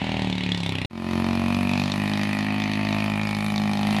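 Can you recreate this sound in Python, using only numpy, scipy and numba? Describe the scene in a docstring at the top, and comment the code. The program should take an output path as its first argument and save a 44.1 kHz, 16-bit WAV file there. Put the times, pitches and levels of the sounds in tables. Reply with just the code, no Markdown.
"""Hard, raspy exhaust beats slow down as a two-cylinder pulling tractor lugs under load outdoors. The sound
stops dead; after a blink of silence the scene changes, and the tractor in a long pull fades in, picks up speed
and holds it. Each beat is a pressure blast with a crack and a rasping puff of gas; in the long pull it also
rings the stack. Walls and stands scatter the beats, and a low rumble of air lies underneath."""
import sys
import numpy as np
from scipy import signal
from scipy.fft import rfft, irfft
from scipy.io import wavfile
from scipy.ndimage import uniform_filter1d
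from numba import njit

SR = 44100
rng = np.random.default_rng(int(sys.argv[2]) if len(sys.argv) > 2 else 0)


def master_out(mix):
    """Clip the mix to full scale and print it as 16-bit PCM to the path in sys.argv[1]."""
    frames = np.transpose(np.atleast_2d(mix))
    ceiling = np.clip(frames, -1, 1)
    pcm = np.round(ceiling * 32767).astype(np.int16)
    wavfile.write(sys.argv[1], SR, pcm)


N = 176400
T = np.arange(N) / SR

# Engine speed, lugging and pulling: time_s, beat_rate_hz
LUG_SPEED = [(0, 39.37), (0.13, 39.94), (0.3, 36.91), (0.5, 36.17), (0.68, 33.53), (0.86, 30.43)]
PULL_SPEED = [(0.9, 44.67), (1.15, 45.1), (1.45, 46.45), (1.75, 48.42), (2.0, 50.68), (2.25, 51.44),
              (2.55, 52.0), (2.8, 51.95), (3.0, 52.39), (3.25, 52.07), (3.5, 52.04), (3.75, 51.5),
              (4.0, 52.1)]
# Exhaust faders, ahead of the trims: time_s, thump_db, bark_db, rasp_db, rip_db, sizzle_db
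LUG_FADERS = [(0, -29, -35, -35.5, -42, -66), (0.22, -24, -33.5, -37, -40.5, -57.0),
              (0.34, -26.5, -38, -36.5, -38.5, -59), (0.44, -26, -41.5, -34, -39, -59),
              (0.52, -25.5, -40, -35, -38.5, -62), (0.58, -29.5, -41, -36.5, -39.5, -57),
              (0.66, -26, -37, -37, -35.5, -49), (0.76, -28, -41, -33, -39, -49),
              (0.85, -29, -40, -33, -38.5, -50)]
PULL_FADERS = [(1.3, -23, -32.5, -38.5, -44, -56), (1.65, -23, -33, -36, -41, -52.5),
               (1.78, -24, -32, -38, -35, -53.5), (1.9, -26, -34, -39, -33.5, -54.5),
               (2.03, -24, -34.5, -34, -38.5, -50), (2.3, -25.5, -34.5, -34, -38.5, -53),
               (2.55, -25.5, -34, -32.5, -42, -57), (2.72, -25.5, -35.5, -32, -41.5, -56.5),
               (2.95, -24.5, -31.5, -32.5, -41.5, -53.5), (3.22, -26, -34, -36.5, -43.0, -54.5),
               (3.45, -25, -35, -36, -38, -48), (3.62, -22.5, -33, -36.5, -38, -52.5),
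               (3.76, -23.5, -32, -35.5, -39.5, -54), (4, -22.5, -31, -31.5, -39.5, -49)]
# Tone of each exhaust layer, from deep thump up to sizzle: frequency_hz, gain_db
LUG_THUMP_EQ = [(20, -59), (40, -20), (70, -6), (105, 5.5), (140, -7), (180, 2.5), (215, -15.5), (255, 2.5),
                (310, -9.5), (410, -10.5), (485, -24), (750, -21), (1500, -41), (14000, -100)]
PULL_THUMP_EQ = [(20, -77), (52, -13.5), (88, -5.5), (105, 2), (135, -8), (156, -2), (200, -1), (230, 7),
                 (265, -9), (315, -8), (365, -12.5), (450, -28.5), (750, -22.5), (1500, -37.5), (4500, -39),
                 (16000, -73)]
LUG_BARK_EQ = [(150, -44), (480, -27), (570, -5.5), (910, -6), (1080, -22.5), (2200, -23), (14000, -88)]
PULL_BARK_EQ = [(150, -86.5), (470, -15), (620, 3.5), (800, 2.5), (1050, -3.5), (1300, -5), (1550, -13.5),
                (14000, -76)]
LUG_RASP_EQ = [(600, -29), (1400, -16.5), (1750, -3.5), (2100, 1.5), (2450, 1), (2900, 1), (3300, -6.5),
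               (4500, -17), (9000, -70)]
PULL_RASP_EQ = [(600, -45.5), (1550, -15), (1900, -3.5), (2100, -3), (2450, 2.5), (2800, -7), (3000, -3.5),
                (3400, -15), (4500, -13.5), (9000, -71.5)]
LUG_RIP_EQ = [(1200, -50), (2700, -8), (3400, 0.5), (4200, -4), (5200, -14.5), (6500, -19), (8000, -22.5),
              (14000, -42.5)]
PULL_RIP_EQ = [(1200, -21), (2700, -7), (3600, 1.5), (4400, -2), (4950, -4.5), (5300, -8.5), (6200, -11),
               (7500, -19.5), (14000, -52)]
LUG_SIZZLE_EQ = [(4000, -20), (7000, -4), (10500, 1), (16000, -31)]
PULL_SIZZLE_EQ = [(4000, -21), (7000, -4.5), (8500, -3), (10500, 1), (12500, -6.5), (14500, -15),
                  (17000, -55)]
# Moving booms in the thump and growl in the bark: time_s, centre_hz, gain_db
LUG_BOOM = [(0, 209, 17), (.18, 199, 8.5), (.3, 184, 8.5), (.5, 178, 6.5), (.7, 176, 7), (.85, 157, 2)]
PULL_BOOM = [(1.4, 193, -3.5), (1.8, 152, 9), (2.1, 210, 3.5), (3, 187, 1.5), (3.3, 190, 2.5),
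             (3.6, 208, 12), (4, 230, 10)]
PULL_UPPER_BOOM = [(1.1, 365, 7.5), (1.5, 348, 2), (1.9, 270, 2.5), (2.2, 248, 10), (2.9, 270, 9),
                   (3.45, 276, -4)]
PULL_GROWL = [(1.6, 1003, 7), (2, 680, -2.5), (2.93, 675, 1.5), (3.3, 694, -1), (3.8, 812, 5.5)]
# Gas rushing on between beats, relative to a puff: time_s, level_db
LUG_RUSH = [(0, -8.5), (.3, -13.5), (.85, -20)]
PULL_RUSH = [(1, -6.5), (1.9, -14.5), (3.0, -11.5), (3.45, -18.5), (4, -9.5)]
# Metallic ring of the stack: time_s, high_pitch_hz, high_level_db, low_level_db
STACK_RING = [(1.2, 2500, -46, -43.5), (1.75, 2500, -34, -46), (1.95, 2540, -42.5, -41.5),
              (2.35, 2450, -42, -38.5), (2.95, 2540, -41, -43), (3.2, 2345, -36, -42),
              (3.8, 2300, -51, -45)]
# Hardest exhaust cracks while lugging: start_s, centre_hz, level_db
CRACKS = [(.3275, 3500, -24), (.5195, 3370, -14), (.754, 2840, -20), (.785, 2840, -24)]
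# Tone of the rumbling air: frequency_hz, gain_db
AIR_EQ = [(15, -15), (45, -13), (130, -8.5), (400, -17.5), (1000, -16.5), (12000, -61)]
# Swell of that rumble: time_s, gain_db
AIR_SWELL = [(0, 1), (3.4, -4.5), (4, 7)]


def lugging():
    """The load drags the engine down; its beats grow separate and raspy."""
    times = beat_times(LUG_SPEED, first_s=0.0163)
    rush_db = curve(LUG_RUSH)
    thump = blast(times, LUG_THUMP_EQ, [LUG_BOOM], width_hz=18, spread_db=1)
    bark = blast_front(times, LUG_BARK_EQ, spread_db=1.5, gas_db=-15, rush_db=-16, wet_db=-9.5)
    rasp = gas_jet(times, LUG_RASP_EQ, rush_db, attack_s=0.00091, hold_s=0.00088, decay_s=0.0018,
                   crack_db=-12.5, spread_db=0.5, wet_db=-5)
    rip = gas_jet(times, LUG_RIP_EQ, rush_db, attack_s=0.0007, hold_s=0.0028, decay_s=0.0015,
                  crack_db=-23, spread_db=4, wet_db=-5.5)
    sizzle = gas_jet(times, LUG_SIZZLE_EQ, rush_db=-37, attack_s=0.0011, hold_s=0.00036, decay_s=0.0012,
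                     crack_db=-24, spread_db=-2, wet_db=-11)
    return mix([thump, bark, rasp, rip, sizzle], LUG_FADERS, trims_db=(-0.5, -0.5, -2, -0.36, -8))


def pulling():
    """The engine gathers speed and drones on at full load, its stack ringing."""
    times = beat_times(PULL_SPEED, first_s=0.9099)
    rush_db = curve(PULL_RUSH)
    bark = blast_front(times, PULL_BARK_EQ, spread_db=1.86, gas_db=-16, rush_db=-28, wet_db=-5.5)
    bark = steady(sweep_eq(bark, PULL_GROWL, width_hz=52))
    thump = blast(times, PULL_THUMP_EQ, [PULL_BOOM, PULL_UPPER_BOOM], width_hz=51, spread_db=0.85)
    rasp = gas_jet(times, PULL_RASP_EQ, rush_db + 1.2, attack_s=0.0013, hold_s=0.002, decay_s=0.0014,
                   crack_db=-5.5, spread_db=0, wet_db=-4.5)
    rip = gas_jet(times, PULL_RIP_EQ, rush_db, attack_s=0.00043, hold_s=0.00089, decay_s=0.002,
                  crack_db=-17, spread_db=8.5, wet_db=-9.5)
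    sizzle = gas_jet(times, PULL_SIZZLE_EQ, rush_db - 3, attack_s=0.00073, hold_s=0.00048,
                     decay_s=0.0022, crack_db=-10, spread_db=4.5, wet_db=-5)
    layers = [thump, bark, rasp, stack_echo(rip), sizzle]
    return mix(layers, PULL_FADERS, trims_db=(-1, -0.5, -2.5, -1.08, -0.06)) + stack_ring(times)


def beat_times(speed, first_s, hunt_s=0.00021, hunt_hz=9, jitter_s=0.00007):
    """When the exhaust fires: the engine hunts slightly and each beat lands a hair off time."""
    beats = np.cumsum(curve(speed)) / SR
    beats -= np.interp(first_s, T, beats)
    times = np.interp(np.arange(int(beats[-1]) + 1), beats, T + hunt_s * drift(hunt_hz))
    return times + jitter_s * rng.standard_normal(N)[:len(times)]


def pulses(times, spread_db):
    """One click per beat, each up to spread_db stronger or weaker."""
    position = np.clip(times * SR, 0, N - 2)
    sample = position.astype(int)
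    fraction = position - sample
    strength = undb(spread_db * rng.uniform(-0.92, 1, N)[:len(times)])
    return (np.bincount(sample, strength * (1 - fraction), N)
            + np.bincount(sample + 1, strength * fraction, N))


def blast(times, eq, booms, width_hz, spread_db):
    """The deep pressure thump of each beat, with booms that shift as the tractor moves."""
    thump = colour(-pulses(times, spread_db), eq)
    for boom in booms:
        thump = sweep_eq(thump, boom, width_hz)
    return scatter(steady(thump), wet_db=-16)


def blast_front(times, eq, spread_db, gas_db, rush_db, wet_db):
    """The hard front of each blast barks, with a little turbulence behind it."""
    clicks = pulses(times, spread_db)
    gas = puff(clicks, attack_s=0.00047, hold_s=0.0027, decay_s=0.001, rush_db=rush_db)
    return scatter(colour(undb(gas_db) * gas - unit(clicks), eq), wet_db)


def gas_jet(times, eq, rush_db, attack_s, hold_s, decay_s, crack_db, spread_db, wet_db):
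    """A sharp crack and the jet of gas that tears out after it."""
    clicks = pulses(times, spread_db)
    gas = puff(clicks, attack_s, hold_s, decay_s, rush_db)
    return scatter(colour(gas - undb(crack_db) * unit(clicks), eq), wet_db)


def puff(clicks, attack_s, hold_s, decay_s, rush_db):
    """Turbulent gas let out at every beat, over an unbroken rush."""
    age = T[:SR // 20]
    shape = np.minimum(age / attack_s, 1) * np.exp(-np.maximum(age - attack_s - hold_s, 0) / decay_s)
    envelope = np.hypot(convolve(clicks, shape), undb(rush_db))
    return unit(envelope * rng.standard_normal(N))


def stack_ring(times, low_hz=1870, width_hz=312, lag_s=0.001095, jitter_s=0.00011):
    """Just after each blast the stack rings in two metallic modes; the high one wanders."""
    blows = pulses(times + lag_s + jitter_s * rng.standard_normal(N)[:len(times)], spread_db=2.5)
    high = scatter(mode(blows, curve(STACK_RING), width_hz), wet_db=-6.5)
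    low = scatter(mode(blows, low_hz, width_hz), wet_db=-6.5)
    return high * undb(curve(STACK_RING, column=2)) + low * undb(curve(STACK_RING, column=3))


def stack_echo(jet, delay_s=0.001616, echo_db=-16):
    """One short echo makes the jet sound hollow."""
    return unit(jet + undb(echo_db) * np.interp(T - delay_s, T, jet))


def burst(start_s, centre_hz, level_db, width_hz, decay_s):
    """A crack or knock: a snap of noise in one resonance."""
    body = mode(rng.standard_normal(N), centre_hz, width_hz)
    age = (T - start_s) / decay_s
    envelope = np.exp(-np.abs(age)) * np.clip(1 + 2 * age, 0, 1)
    return undb(level_db) * body * envelope


def scatter(x, wet_db, t60_s=0.12, predelay_s=0.0023, renew_s=0.358, patterns=15):
    """Short reflections off walls and stands; their pattern changes as the tractor moves."""
    age = T[:SR // 5]
    tail = undb(-60 * age / t60_s) * np.clip(age / predelay_s - 1, 0, 1)
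    wet = np.zeros(N)
    for k in range(patterns):
        crossfade = np.cos(np.pi / 2 * np.clip(T / renew_s - k, -1, 1))
        wet += crossfade * convolve(x, tail * rng.standard_normal(len(age)))
    return unit(unit(x) + undb(wet_db) * unit(wet))


def air_rumble(base_db=-41):
    """A low, wavering bed of open air that sinks slowly and swells at the end."""
    level_db = base_db + curve(AIR_SWELL) + drift(rate_hz=3.31)
    return undb(level_db) * unit(colour(rng.standard_normal(N), AIR_EQ))


def mix(layers, faders, trims_db):
    """Ride each exhaust layer on its own fader, plus a constant trim."""
    return sum(layer * undb(curve(faders, column=k + 1) + trims_db[k]) for k, layer in enumerate(layers))


def colour(x, eq, size=8192):
    """Minimum-phase EQ: nothing rings ahead of an attack."""
    hz, db = np.array(eq, float).T
    bin_hz = np.arange(size // 2 + 1) * SR / size
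    gain = undb(np.interp(np.log(bin_hz + 1), np.log(hz), db))
    cepstrum = irfft(np.log(gain))
    cepstrum[1:size // 2] *= 2
    cepstrum[size // 2 + 1:] = 0
    return convolve(x, irfft(np.exp(rfft(cepstrum))))


def sweep_eq(x, rows, width_hz):
    """Boost or dip one moving band."""
    return x + (undb(curve(rows, column=2)) - 1) * resonate(x, curve(rows), float(width_hz))


def mode(x, centre_hz, width_hz):
    """One ringing band: two band-passes in series, brought to an rms of 1."""
    for _ in range(2):
        x = resonate(x, centre_hz * np.ones(N), float(width_hz))
    return unit(x)


@njit
def resonate(x, centre_hz, width_hz):
    """Band-pass with a moving centre, gain 1 at the centre."""
    out = np.empty(len(x))
    band_state, low_state = 0., 0.
    for i in range(len(x)):
        tuning = np.tan(np.pi * centre_hz[i] / SR)
        damping = width_hz / centre_hz[i]
        band = (band_state + tuning * (x[i] - low_state)) / (1 + tuning * (tuning + damping))
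        band_state = 2 * band - band_state
        low_state += 2 * tuning * band
        out[i] = damping * band
    return out


def steady(x):
    """Hold the slow level near 1, so that a resonance changes only the colour."""
    return x / np.sqrt(uniform_filter1d(x ** 2, SR // 4) + np.var(x) / 100)


def drift(rate_hz):
    """Smooth random wander with an rms of 1."""
    span = int(SR / rate_hz)
    steps = np.repeat(rng.standard_normal(N // span + 1), span)
    return unit(uniform_filter1d(uniform_filter1d(steps, span), span)[:N])


def convolve(x, response):
    """Pass a sound through an impulse response."""
    return signal.fftconvolve(x, response)[:N]


def curve(rows, column=1):
    """One column of a table, joined by straight lines in time."""
    rows = np.array(rows, float)
    return np.interp(T, rows[:, 0], rows[:, column])


def unit(x):
    """Scale to an rms of 1."""
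    return x / np.sqrt(np.mean(x ** 2) + 1e-18)


def undb(db):
    """Decibels to gain."""
    return 10 ** (np.asarray(db) / 20)


def scene(stop_s=0.857, resume_s=0.899, fade_from_s=0.88, fade_s=0.3):
    """The lugging, with hard cracks and a light knock, stops dead; after a brief silence the scene changes and
    the long pull fades in."""
    air = air_rumble()
    cracks = sum(burst(*crack, width_hz=830, decay_s=0.002) for crack in CRACKS)
    knock = burst(start_s=0.7395, centre_hz=1190, level_db=-27, width_hz=160, decay_s=0.0037)
    lug = (lugging() + cracks + knock + air) * (T < stop_s)
    fade_in = np.clip((T - fade_from_s) / fade_s, 0, 1) ** 1.06 * (T > resume_s)
    pull = (pulling() + air) * fade_in
    return (lug + pull)[None]


def record(dry):
    """A steep low-pass shaves off the very top."""
    top_hz = 15200
    return signal.sosfilt(signal.ellip(8, 0.2, 70, top_hz, fs=SR, output="sos"), dry)


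dry = scene()
out = record(dry)
master_out(out)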